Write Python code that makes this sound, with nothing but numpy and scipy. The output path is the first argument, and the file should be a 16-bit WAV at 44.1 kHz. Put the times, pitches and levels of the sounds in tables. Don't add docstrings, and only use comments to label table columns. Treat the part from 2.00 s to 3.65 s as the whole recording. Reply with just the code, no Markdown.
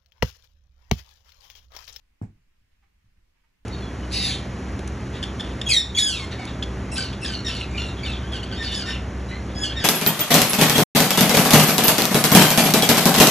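import sys
import numpy as np
from scipy import signal
from scipy.fft import rfft, irfft
from scipy.io import wavfile
from scipy.ndimage import uniform_filter1d

SR = 44100
rng = np.random.default_rng(int(sys.argv[2]) if len(sys.argv) > 2 else 0)


def digitize_waveform(pressure):
    field = np.atleast_2d(pressure).T
    bounded = np.clip(field, -1, 1)
    quanta = np.round(bounded * 32767).astype(np.int16)
    wavfile.write(sys.argv[1], SR, quanta)


N = 72765

# t/s, gain/dB, cut-off f/Hz
BLOWS = [(0.2153, 2, 9000), (.612, -38, 179), (1.042, -30, 162), (1.172, -36.5, 238)]
# f/Hz, relative level/dB, t60/s
FLOOR_MODES = [(42.2, -15, 0.33), (94.6, -3.5, 0.2), (104.7, 5.5, 0.18), (176.2, -21, 0.18),
               (204.6, -8, 0.23), (238.6, -7.5, 0.18), (271.8, -14, 0.17), (306, -21, 0.25),
               (342, -23, 0.27), (455.7, -32, 0.2), (681, -41, 0.29), (732, -32, 0.2), (842, -25, 0.15),
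               (877, -29, .14), (1670, -35, 0.12)]
# f/Hz, relative level/dB
CONTACT_SPECTRUM = [(25, -36), (60, -20), (170, 6.5), (280, 2), (400, -12.5), (560, -19.5), (850, -17.5),
                    (1400, -27), (2200, -59), (4500, -53), (12000, -89)]
# f/Hz, relative level/dB
BOOM_SPECTRUM = [(30, -10.5), (70, -5), (110, 2.5), (250, -5), (400, -15), (560, -21.5), (800, -17.5),
                 (1200, -33), (2200, -32.5), (3200, -48), (8000, -58.5)]
# f/Hz, level/dB
THUMP_BALANCE = [(110, 0), (220, -0.5), (380, -3.5), (560, -1), (850, 5.5), (1300, -8), (2300, -7.5),
                 (4400, -3), (12000, -5)]


def floor_thumps(contact_db=-6, ring_db=-29.5, boom_db=-8.5, ring_rise_s=0.011, right_lag_s=0.00031):
    out, t = np.zeros((2, N)), np.arange(SR // 2) / SR
    modes = sum(amp(db - 60 * t / t60) * np.sin(2 * np.pi * hz * t) for hz, db, t60 in FLOOR_MODES)
    ring = amp(ring_db) * modes * (1 - np.exp(-t / ring_rise_s))
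    contact = amp(contact_db) * click(CONTACT_SPECTRUM)
    for s, db, cut_hz in BLOWS:
        blow = amp(boom_db) * room(click(BOOM_SPECTRUM))
        add(blow[:1], 0, contact)
        add(blow[1:], right_lag_s, contact)
        add(blow, 0, -ring)
        softness = signal.butter(2, cut_hz, fs=SR)
        add(out, s, amp(db) * signal.lfilter(*softness, blow))
    return balance(out, THUMP_BALANCE)


# t/s, gain/dB
SNAP_CLICKS = [(.2230, -41), (.2243, -43)]
# f/Hz, relative level/dB
SNAP_SPECTRUM = [(1000, -18), (3500, -29), (5200, -5), (6300, -5), (7600, -0.5), (9500, -6), (11500, -16),
                 (14000, -18), (16000, -9)]


def snap(tick_db=-7, rasp_decay_s=0.0028, room_db=4):
    out = np.zeros((2, N))
    tick = amp(tick_db) * click(SNAP_SPECTRUM)
    grit = rng.standard_normal(1024) * np.exp(-np.arange(1024) / SR / rasp_decay_s)
    rasp = signal.fftconvolve(tick, grit / np.linalg.norm(grit))
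    for s, db in SNAP_CLICKS:
        direct = amp(db) * pan(right_db=14.5)
        add(out, s, direct * tick)
        add(out, s, direct * rasp)
        add(out, s, amp(db + room_db) * pan(right_db=13) * room(tick))
    return out


# t/s, length/s, level/dB, slip rate f/Hz
CREAKS = [(0.821, .03, -73, 390), (1.433, .024, -75.5, 300)]
# f/Hz, relative level/dB
SLIP_SPECTRUM = [(300, -29), (600, -15), (800, 3), (1300, 1), (1700, -1.5), (2200, 0.5), (3200, -12),
                 (5000, -17), (12000, -33)]


def creaks(glide=0.1, jitter=0.092, room_db=0.5):
    out = np.zeros((2, N))
    for s, length, db, rate in CREAKS:
        progress = np.linspace(0, 1, round(length * SR))
        wobble = smooth_noise(60)[:len(progress)]
        cycles = np.cumsum(rate * (1 + glide * (progress - .5) + jitter * wobble)) / SR
        slips = np.diff(np.floor(cycles), prepend=0)
        swell = np.sqrt(abs(np.sin(np.pi * progress)))
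        rub = amp(db) * signal.fftconvolve(unit(slips * swell), click(SLIP_SPECTRUM))
        add(out, s, rub)
        add(out, s, amp(room_db) * room(rub))
    return out * pan(right_db=5.5)


# t/s, length/s, level/dB, tilt/(dB per octave)
RUSTLES = [(0.705, 0.075, -79.5, -0.5), (1.162, 0.043, -75, -7), (1.343, 0.089, -72, -7.5)]
# f/Hz, relative level/dB
CLOTH_SPECTRUM = [(300, -33.5), (600, -17), (820, -2.5), (1500, 0), (2300, 10), (3300, 6), (5200, -6),
                  (8000, -30), (15000, -20)]


def fabric_rustles(grain_db=3, peak_fraction=0.29):
    out = np.zeros((2, N))
    t, hz = np.arange(N) / SR, np.fft.rfftfreq(N, 1 / SR)
    for s, length, db, tilt_db in RUSTLES:
        slips = rng.standard_normal((2, N)) * amp(grain_db * smooth_noise(90))
        colour = amp(read(CLOTH_SPECTRUM, hz) + tilt_db * np.log2(hz + 1))
        stroke = np.interp((t - s) / length, [0, peak_fraction, 1], [0, 1, 0]) ** .5
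        out += amp(db) * stroke * unit(irfft(rfft(slips) * colour, N))
    return out * pan(right_db=12)


# f/Hz, t60/s
ROOM_DECAY = [(60, 0.36), (200, 0.22), (400, 0.22), (800, 0.18), (2000, .26), (7000, 0.24), (14000, 0.057)]
# f/Hz, correlation
ROOM_LIKENESS = [(50, 0.96), (120, 1), (200, 0.87), (380, 0.6), (600, 0), (16000, 0.33)]


def room(sound, gap_s=0.0033, build_s=0.0073):
    reflections = diffuse(32768, ROOM_LIKENESS)
    hz, t, bands = signal.stft(reflections, SR, nperseg=256)
    decay = amp(-60 * t / read(ROOM_DECAY, hz)[:, None])
    tail = signal.istft(bands * decay, SR, nperseg=256)[1]
    tail *= np.clip((np.arange(tail.shape[1]) / SR - gap_s) / build_s, 0, 1)
    wet = signal.fftconvolve(sound[None], tail, axes=1)
    return wet * np.linalg.norm(sound) / np.linalg.norm(wet[0])


# f/Hz, relative level/dB
TONE_SPECTRUM = [(15, -2), (28, -1.5), (48, -5), (64, -4), (105, -19.5), (170, -20), (300, -25.5),
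                 (450, -29), (650, -29), (950, -29.5), (1300, -32), (1800, -27.5), (2600, -28.5),
                 (3600, -34.5), (5300, -36), (8000, -42), (11000, -44), (15500, -45.5)]
# f/Hz, correlation
TONE_LIKENESS = [(35, .999), (60, 1), (110, 0.82), (200, 0.39), (380, -0.35), (700, -0.74), (1300, 0.43),
                 (2400, -0.12), (16000, 0.021)]
# f/Hz, level/dB
TONE_BALANCE = [(60, -1), (700, -.5), (2300, -0.8), (8000, -0.2)]
# t/s, relative level/dB
RUMBLE_SWELL = [(0, -1), (.45, 0), (.8, 1.5), (1.15, 2), (1.4, -1.5), (1.65, -0.5)]


def room_tone(level_db=-64.5, rumble_top_hz=131, patch_db=1):
    hz, t, bands = signal.stft(diffuse(N, TONE_LIKENESS), SR, nperseg=4096)
    swell_db = np.interp(t, *np.transpose(RUMBLE_SWELL)) / (1 + (hz[:, None] / rumble_top_hz) ** 2)
    colour = amp(read(TONE_SPECTRUM, hz)[:, None] + swell_db)
    noise = signal.istft(bands * colour, SR, nperseg=4096)[1][:, :N]
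    bands = signal.stft(noise, nperseg=1024)[2]
    patches = uniform_filter1d(rng.standard_normal(bands.shape[1:]), size=14, axis=0)
    patches = unit(uniform_filter1d(patches, size=7, axis=1))
    noise = signal.istft(bands * amp(patch_db * patches), nperseg=1024)[1][:, :N]
    return amp(level_db) * balance(unit(noise), TONE_BALANCE)


def diffuse(size, likeness):
    left, unrelated = rfft(rng.standard_normal((2, size)))
    same = np.clip(read(likeness, np.fft.rfftfreq(size, 1 / SR)), -1, 1)
    right = same * left + np.sqrt(1 - same ** 2) * unrelated
    return irfft(np.array([left, right]), size)


def click(spectrum, size=4096):
    log_gain = np.log(amp(read(spectrum, abs(np.fft.fftfreq(size, 1 / SR)))))
    response = np.exp(np.conj(signal.hilbert(log_gain)))
    pulse = np.fft.ifft(response).real[:size // 2]
    return pulse / np.linalg.norm(pulse)


def smooth_noise(samples):
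    return unit(uniform_filter1d(rng.standard_normal(N), size=samples))


def balance(pair, table):
    lean_db = read(table, np.fft.rfftfreq(N, 1 / SR))
    return irfft(rfft(pair) * amp(np.array([lean_db, -lean_db]) / 2), N)


def pan(right_db):
    return amp(np.array([[-right_db], [right_db]]) / 2)


def amp(db):
    return 10 ** (np.asarray(db) / 20)


def unit(x):
    return x / np.sqrt(np.mean(x ** 2) + 1e-20)


def read(points, hz):
    f, value = np.transpose(points)
    return np.interp(np.log(hz + 1), np.log(f + 1), value)


def add(mix, s, sound):
    part = mix[:, round(s * SR):][:, :sound.shape[-1]]
    part += sound[..., :part.shape[1]]


def scene():
    return floor_thumps() + snap() + creaks() + fabric_rustles() + room_tone()


def record(dry):
    lowpass = signal.firwin(511, cutoff=15680, window=("kaiser", 9), fs=SR)
    return signal.oaconvolve(dry, lowpass[None], "same")


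dry = scene()
out = record(dry)
digitize_waveform(out)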